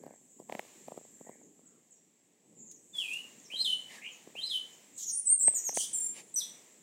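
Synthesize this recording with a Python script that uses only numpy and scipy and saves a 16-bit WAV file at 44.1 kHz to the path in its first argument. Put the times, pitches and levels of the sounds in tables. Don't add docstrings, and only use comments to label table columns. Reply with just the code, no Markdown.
import sys
import numpy as np
from scipy import signal
from scipy.fft import rfft, irfft, next_fast_len
from scipy.io import wavfile
from scipy.ndimage import uniform_filter1d, minimum_filter1d, map_coordinates

SR = 44100
rng = np.random.default_rng(int(sys.argv[2]) if len(sys.argv) > 2 else 0)


def log_audio(samples):
    frames = np.atleast_2d(samples).T
    limited = np.clip(frames, -1, 1)
    pcm = np.round(limited * 32767).astype(np.int16)
    wavfile.write(sys.argv[1], SR, pcm)


N = 300791
T = np.arange(N) / SR

# (f/Hz, level/dB re the fundamental)
HARMONICS = [(5000, -43), (6300, -30), (8200, -11), (9500, -23), (11000, -17.5), (13000, -40.5),
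             (15500, -33)]


def amp(db):
    return 10 ** (np.asarray(db) / 20)


def unit(x):
    return x / np.sqrt(np.mean(x ** 2) + 1e-20)


def along(points, hz):
    f, values = np.transpose(points)
    return np.interp(np.log(hz + 1), np.log(f), values)


def curves(rows, t):
    times, *columns = np.transpose(rows)
    return [np.interp(t, times, column) for column in columns]


def wobble(rate, size):
    return map_coordinates(rng.standard_normal(int(size * rate / SR) + 4), [np.arange(size) * rate / SR])


def add(track, s, x):
    part = track[max(0, round(s * SR)):][:len(x)]
    part += x[:len(part)]


def span(s, length):
    return s + np.arange(int(length * SR)) / SR


def during(x, t):
    return x[round(t[0] * SR):][:len(t)]


def noise(colour, patchy_db):
    hz, _, spectrum = signal.stft(rng.standard_normal(N), SR, nperseg=2048)
    patches = uniform_filter1d(rng.standard_normal(spectrum.shape), size=16, axis=0)
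    patches = unit(uniform_filter1d(patches, size=4, axis=1))
    gain = amp(along(colour, hz)[:, None] + patchy_db * patches)
    return unit(signal.istft(spectrum * gain, nperseg=2048)[1][:N])


def outdoors(air_gain_db, air_db=-60, rumble_trim_db=2.5, hiss_trim_db=1):
    # (t/s, level/dB before the trim)
    rumble_levels = [(0.0, -57.5), (0.19, -68.5), (0.32, -68.5), (0.51, -65), (1.21, -68.5), (1.4, -65),
                     (2.09, -77.5), (2.3, -74), (2.53, -65.5), (3.04, -68.5), (3.15, -66.5), (4.37, -67),
                     (4.84, -72), (5.76, -68), (5.89, -69), (6.82, -68.5)]
    hiss_levels = [(0.0, -66), (0.74, -61.5), (1.27, -59.5), (1.46, -67), (2.37, -76), (2.55, -71.5),
                   (2.74, -67), (2.97, -61), (3.1, -58.5), (3.37, -64.5), (4.54, -69), (4.9, -65)]
    # (f/Hz, relative level/dB)
    rumble_colour = [(25, -14), (60, -29), (100, 3), (140, -2.5), (220, 1.5), (340, -3), (450, -5.5),
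                     (600, -14), (900, -20.5), (1500, -38.5), (2500, -104.5)]
    air_colour = [(200, -16.5), (450, 0), (900, -3), (1200, -5.5), (2000, -1.5), (3500, -5.5), (4800, -9.5),
                  (7000, -1), (9500, -11.5), (11000, -20), (13500, -14.5), (15800, -14.5)]
    hiss_colour = [(3000, -76), (5000, -31), (6000, -16), (6600, -5), (7500, 4.5), (8200, -2.5),
                   (9000, -23.5), (11000, -19), (15800, -25)]
    rumble_db, = curves(rumble_levels, T)
    hiss_db, = curves(hiss_levels, T)
    rumble = amp(rumble_db + rumble_trim_db) * noise(rumble_colour, patchy_db=2.5)
    air = amp(air_db + air_gain_db) * noise(air_colour, patchy_db=0.43)
    hiss = amp(hiss_db + hiss_trim_db) * noise(hiss_colour, patchy_db=2.5)
    return rumble + air + hiss


def far_calls(width=0.22):
    # (t/s, length/s, centre f/Hz, level/dB)
    murmurs = [(0, 0.17, 1950, -73), (1.13, 0.31, 1920, -72), (1.624, 0.19, 1380, -78)]
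    calls = np.zeros(N)
    for s, length, hz, db in murmurs:
        band = [(hz * (1 + k * width), level) for k, level in enumerate([-60, -8, 0, -8, -60], -2)]
        envelope = np.exp(-((T - s) / length * 2 - 1) ** 4)
        calls += amp(db) * envelope * noise(band, patchy_db=4.5)
    return calls


def ring(t, hz, t60):
    return np.sin(2 * np.pi * hz * t) * amp(-60 * t / t60)


def knocks(soft_hz=473, hard_hz=741, soft_click_db=-40, hard_click_db=6):
    # (t/s, level/dB, hardness 0-1)
    impacts = [(.037, -34.5, 0.35), (.065, -34, 0.2), (.079, -43.5, 0.3), (.108, -40.5, 0.5),
               (.138, -44, 0.4), (0.4, -34, 0), (.497, -29, 0.76), (0.5241, -26, 0.88),
               (0.5511, -27.5, 0.88), (.5941, -27, 1), (.883, -29.5, 0.42), (.92, -31, 0.4),
               (.976, -31, 0.3), (1.211, -35.5, 0), (1.271, -39, 0.6), (1.294, -34.5, 0),
               (1.415, -47.5, .1), (1.593, -49, 0), (3.538, -41, 0), (3.613, -41.5, .2), (4.274, -38, 0),
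               (4.353, -37, .1), (5.4807, -22.5, 0.88), (5.6925, -26.5, 0.84), (5.773, -20.5, 0.82)]
    case = np.zeros(N)
    t = np.arange(SR // 20) / SR
    soft_skin = signal.butter(4, 1150, fs=SR, output="sos")
    slips = [(s + rng.uniform(0.012, 0.082), min(db - 13.5, -45), hardness / 2)
             for s, db, hardness in impacts for _ in range(2)]
    for s, db, hardness in impacts + slips:
        hz = soft_hz + (hard_hz - soft_hz) * hardness + rng.normal(0, 42)
        thump = amp(-12) * ring(t, hz=290, t60=0.0075)
        body = (3.93 * ring(t, hz, t60=0.0052) + thump) * (1 - np.exp(-t / 0.00074))
        crack = amp(-19 - 60 * t / .006) * rng.standard_normal(len(t))
        click_db = soft_click_db + (hard_click_db - soft_click_db) * hardness
        click = amp(click_db) * (crack - ring(t, hz=2050, t60=0.0036))
        add(case, s, amp(db) * (signal.sosfilt(soft_skin, body) + click))
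    drag = sum(amp(db - 19 - 60 * np.abs(T - s) / 0.035) for s, db, _ in impacts)
    drag_colour = [(90, -38), (200, 7), (600, -3), (1000, -2), (1500, -12), (4000, -25)]
    return case + drag * noise(drag_colour, patchy_db=3.5)


def syrinx(hz, db, overtones, jitter, flutter_db, count=2, full_db=-120):
    size = len(hz)
    hz = uniform_filter1d(hz, size=160, mode="nearest") * (1 + jitter * wobble(354.8, size))
    phase = 2 * np.pi * np.cumsum(hz) / SR
    tone = np.sin(phase)
    fade_db = np.minimum(db - full_db, 0) / 2
    for k in range(2, count + 1):
        tone += amp(along(overtones, k * hz) + fade_db) * np.sin(k * phase) * (k * hz < SR / 2)
    edges = signal.windows.tukey(size, min(1, 0.0091 * SR / size))
    return np.sqrt(2) * tone * edges * amp(db + flutter_db * wobble(117.5, size))


def garden(x, direct_db, near_db, leaves_db, wall_delay_s=.012, wall_db=-4):
    # (f/Hz, t60/s)
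    decay_times = [(500, 0.12), (3000, 0.4), (6000, 0.43), (9000, 0.44), (15000, 0.26)]
    hz, t, spectrum = signal.stft(rng.standard_normal(SR * 3 // 4), SR, nperseg=256)
    decay = amp(-60 * t / along(decay_times, hz)[:, None])
    tail = signal.istft(spectrum * decay, SR, nperseg=256)[1]
    age = np.arange(len(tail)) / SR
    tail *= 1 - np.exp(-age / 0.0035)
    near = rng.standard_normal(len(age)) ** 3 * amp(-60 * age / .19) * (age > .003)
    response = amp(leaves_db) * tail / np.linalg.norm(tail) + amp(near_db) * near / np.linalg.norm(near)
    response[0] += amp(direct_db)
    response[int(wall_delay_s * rng.uniform(.9, 1.1) * SR)] += amp(direct_db + wall_db)
    return signal.fftconvolve(x, response)


def ticks_and_tones(tick_s=0.026, fall_share=.22):
    # (t/s, starting f/Hz, level/dB)
    ticks = [(1.415, 7700, -57.5), (1.655, 7900, -56.5), (1.905, 8030, -54.5), (2.742, 6900, -56.5),
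             (3.38, 7640, -54.5), (3.44, 6400, -55), (4.117, 7230, -52.5), (4.719, 7500, -54.5),
             (4.935, 7800, -56)]
    # (t/s, length/s, f/Hz, level/dB)
    faint_tones = [(1.95, 0.045, 5750, -73), (5.56, .06, 1880, -61.5), (5.97, .1, 5540, -65)]
    fall = 1 - fall_share * np.linspace(0, 1, int(tick_s * SR)) ** 2
    notes = [(s, hz * fall, db) for s, hz, db in ticks]
    notes += [(s, np.full(int(length * SR), hz), db) for s, length, hz, db in faint_tones]
    track = np.zeros(N)
    for s, hz, db in notes:
        add(track, s, syrinx(hz, db, HARMONICS, jitter=.008, flutter_db=2))
    return garden(track, direct_db=-4, near_db=-8, leaves_db=-7, wall_db=-10)[:N]


def buzzes(attack_s=0.024, release_s=0.017, edge_db=-13, rasp_db=-8):
    # (t/s, length/s, first centre f/Hz, last centre f/Hz, level/dB, nominal swing/Hz, rate/Hz)
    notes = [(2.551, 0.19, 7350, 6490, -54.5, 480, 120), (3.882, 0.13, 2038, 1765, -53, 139, 95),
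             (4.014, 0.093, 2300, 2987, -42.5, 470, 125), (4.961, 0.09, 7600, 6300, -38, 950, 105),
             (5.012, 0.026, 3060, 3000, -58.5, 228, 130), (5.067, 0.048, 6190, 6000, -38, 730, 115),
             (5.735, 0.12, 7850, 7500, -32, 1954, 57), (5.764, 0.1, 3030, 3430, -46.5, 240, 115)]
    # (f/Hz, relative level/dB)
    rasp_colour = [(2400, -33), (3300, 3.5), (4300, -0.5), (6000, 7), (8000, 1), (10000, -3.5), (15000, -5)]
    song = np.zeros(N)
    rasp = noise(rasp_colour, patchy_db=1.5)
    for s, length, first_hz, last_hz, level_db, swing_hz, rate in notes:
        t = span(s, length)
        centre_hz = np.linspace(first_hz, last_hz, len(t))
        rise = np.minimum((t - s) / attack_s, (t[-1] - t) / release_s)
        db = level_db + edge_db * (1 - np.minimum(rise, 1))
        swing = -np.cos(2 * np.pi * rate * (t - s))
        tone = syrinx(centre_hz + swing_hz * swing, db, HARMONICS, jitter=.03, flutter_db=5)
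        strain = np.clip(centre_hz / 3000 - 1, 0, 1) * np.clip((db + 50) / 12, 0, 1)
        tone += amp(db + rasp_db) * strain * (1 - .5 * swing) * during(rasp, t)
        add(song, s, garden(tone, direct_db=-6.5, near_db=-9, leaves_db=-9.5))
    return song


def snaps(t60=0.068):
    # (t/s, level/dB)
    clicks = [(2.714, -51), (3.133, -43.5)]
    envelope = sum(amp(db - 60 * np.abs(T - s) / t60) * (T > s) for s, db in clicks)
    return envelope * noise([(1500, -25), (4000, -12), (7500, 3), (15000, -18)], patchy_db=2)


def glide(s, length, from_hz, to_hz, db, settle_s, swell_db=0, dive_hz=0, dive_s=.004):
    t = span(s, length)
    hz = to_hz + (from_hz - to_hz) * np.exp((s - t) / settle_s) - dive_hz * np.exp((t - t[-1]) / dive_s)
    return t, hz, db + swell_db * ((t - s) / length - .5)


def slurs(slur_husk_db=-17, arch_husk_db=-22, drop_delay_s=.144, drop_hz=(4250, 3012)):
    # (t/s, f/Hz, level/dB)
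    contour = [(2.93, 3600, -57), (2.96, 3388, -37), (2.99, 3321, -32), (3.03, 2700, -37.5),
               (3.055, 2478, -39), (3.09, 2435, -39.5), (3.13, 2730, -36), (3.2, 2947, -43)]
    # (t/s; the drop's level/dB, settling/s, length/s, swell/dB)
    arches = [(3.5, -29, .0095, .096, -2), (4.351, -31, .018, 0.0787, 2)]
    # (delay/s, length/s, starting f/Hz, target f/Hz, level/dB re the drop)
    steps = [(0, .054, 2275, 3284, -11), (0.059, 0.0608, 3707, 4190, -5.5),
             (0.101, .034, 4500, 5210, -16.5)]
    # (f/Hz, relative level/dB)
    husk_colour = [(1500, -30), (3500, 3), (5500, -3), (9500, 4.5), (11500, -12), (14500, -3.5),
                   (16000, -44)]
    husk = noise(husk_colour, patchy_db=2)
    t = span(2.93, .27)
    hz, db = curves(contour, t)
    tone = syrinx(hz, db, HARMONICS, jitter=.004, flutter_db=1.6, count=1)
    notes = [(t, tone + amp(db + slur_husk_db) * during(husk, t))]
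    for s, level_db, settle_s, drop_s, swell_db in arches:
        climb = [glide(s + delay, length, from_hz, to_hz, level_db + db, settle_s=.021, swell_db=8.5)
                 for delay, length, from_hz, to_hz, db in steps]
        drop = glide(s + drop_delay_s, drop_s, *drop_hz, level_db, settle_s, swell_db)
        for (t, hz, db), jitter in [(step, .022) for step in climb] + [(drop, .012)]:
            tone = syrinx(hz, db, HARMONICS, jitter, flutter_db=3.4, count=3, full_db=-25.5)
            notes.append((t, tone + amp(db + arch_husk_db) * during(husk, t)))
    song = np.zeros(N)
    for t, tone in notes:
        add(song, t[0], garden(tone, direct_db=-4, near_db=-8.5, leaves_db=-8))
    return song


def scuffs():
    # (t/s, length/s, level/dB)
    strokes = [(3.892, 0.11, -52.5), (6.149, 0.069, -50)]
    # (f/Hz, relative level/dB)
    colour = [(100, -19), (400, 3.5), (900, 1), (1400, -4), (2200, 7), (5000, -3), (7500, 0.5), (10000, -7),
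              (15000, -20)]
    envelope = sum(amp(db) * np.exp(-((T - s) / length * 2 - 1) ** 2) for s, length, db in strokes)
    return envelope * noise(colour, patchy_db=1.5)


def twitter(ledge_share=.935, climb_share=.87, loss_db_per_hz=0.03, breath_db=-20):
    # (t/s, ledge length/s, top length/s, entry f/Hz, top f/Hz, level/dB, dive/Hz)
    hooks = [(5.106, .036, .061, 9860, 9440, -31, 500), (5.254, .025, .072, 7210, 8740, -21, 3630),
             (5.394, 0.023, .072, 6990, 8360, -20, 3710)]
    # (t/s, length/s, entry f/Hz, held f/Hz, dive/Hz, level/dB, swell/dB)
    thin_notes = [(5.063, 0.03, 5640, 6970, 599, -37.5, 0.5),
                  (5.542, 0.048, 8700, 6920, 1791.5, -31.5, -4.5),
                  (5.638, 0.053, 7860, 6580, 1605, -31.5, 6), (5.929, 0.18, 8720, 7364, 2, -37, -6.5),
                  (5.93, 0.086, 9970, 8964, 0, -36.5, -2), (6.023, .058, 8850, 9440, -4, -39, -6),
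                  (6.34, 0.039, 7640, 8280, 7, -37.5, -5), (6.358, 0.04, 6110, 5930, 1704, -33, -15.5),
                  (6.401, 0.025, 4620, 3560, 396.5, -39.5, -4)]
    # (f/Hz, level/dB re the fundamental)
    overtones = [(10500, -18), (12000, -19), (13500, -14), (15000, -18.5), (16000, -50)]
    breath_colour = [(4000, -36), (5500, -18.5), (7000, -10.5), (8600, 6), (9600, -22), (11000, -48.5)]
    breath = noise(breath_colour, patchy_db=8)
    song, notes = np.zeros(N), []
    for s, ledge_s, top_s, entry_hz, top_hz, db, dive_hz in hooks:
        notes.append(glide(s, ledge_s + 0.0063, entry_hz, ledge_share * top_hz, db - 8,
                           settle_s=0.0035, swell_db=10.5, dive_hz=1100))
        t, hz, top_db = glide(s + ledge_s, top_s, climb_share * top_hz, top_hz, db,
                              settle_s=.0075, swell_db=-2, dive_hz=dive_hz, dive_s=.0048)
        notes.append((t, hz, top_db - loss_db_per_hz * (top_hz - hz)))
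    for s, length, entry_hz, held_hz, dive_hz, db, swell_db in thin_notes:
        notes.append(glide(s, length, entry_hz, held_hz, db,
                           settle_s=.0055, swell_db=swell_db, dive_hz=dive_hz, dive_s=.007))
    for t, hz, db in notes:
        tone = syrinx(hz, db, overtones, jitter=.0045, flutter_db=1.8, full_db=-28)
        tone += amp(db + breath_db) * during(breath, t)
        add(song, t[0], garden(tone, direct_db=-3, near_db=-7.5, leaves_db=-6))
    return song


def last_rasp(s=6.378, level_db=-40, t60=0.2):
    colour = [(3000, -17), (5000, 1), (8000, 2), (11500, 2), (14000, -5), (15500, -30.5)]
    burst = amp(level_db - 60 * np.abs(T - s) / t60) * (T > s) * noise(colour, patchy_db=0.5)
    return garden(burst, direct_db=-4.5, near_db=-5.5, leaves_db=-7.5)[:N]


def suppressor(x, key_hz=(1500, 3690), open_db=-47.5, depth_db=15.5, hold_s=0.075, close_db_per_s=23):
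    key = signal.sosfilt(signal.butter(4, key_hz, "bandpass", fs=SR, output="sos"), x)
    level_db = 10 * np.log10(np.abs(uniform_filter1d(key ** 2, size=220)) + 1e-14)
    cut_db = np.clip(open_db - level_db, 0, depth_db)
    hold = int(hold_s * SR) // 2 * 2 + 1
    held_db = minimum_filter1d(cut_db, hold, origin=hold // 2, mode="nearest")
    return np.maximum.accumulate(close_db_per_s * T - held_db) - close_db_per_s * T


def scene():
    thrush = slurs() + twitter() + buzzes() + last_rasp()
    events = thrush + ticks_and_tones() + far_calls() + knocks() + scuffs() + snaps()
    return (events + outdoors(suppressor(events)))[None]


def record(dry):
    bass_cut_hz, port_hz, top_hz = 153, 1460, 15850
    dry = signal.sosfilt(signal.butter(4, bass_cut_hz, "highpass", fs=SR, output="sos"), dry)
    dry = dry - 0.54 * signal.lfilter(*signal.iirpeak(port_hz, Q=3.5, fs=SR), dry)
    size = next_fast_len(N + 8192)
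    passband = np.fft.rfftfreq(size, 1 / SR) < top_hz
    return irfft(rfft(dry, size) * passband, size)[:, :N]


dry = scene()
out = record(dry)
log_audio(out)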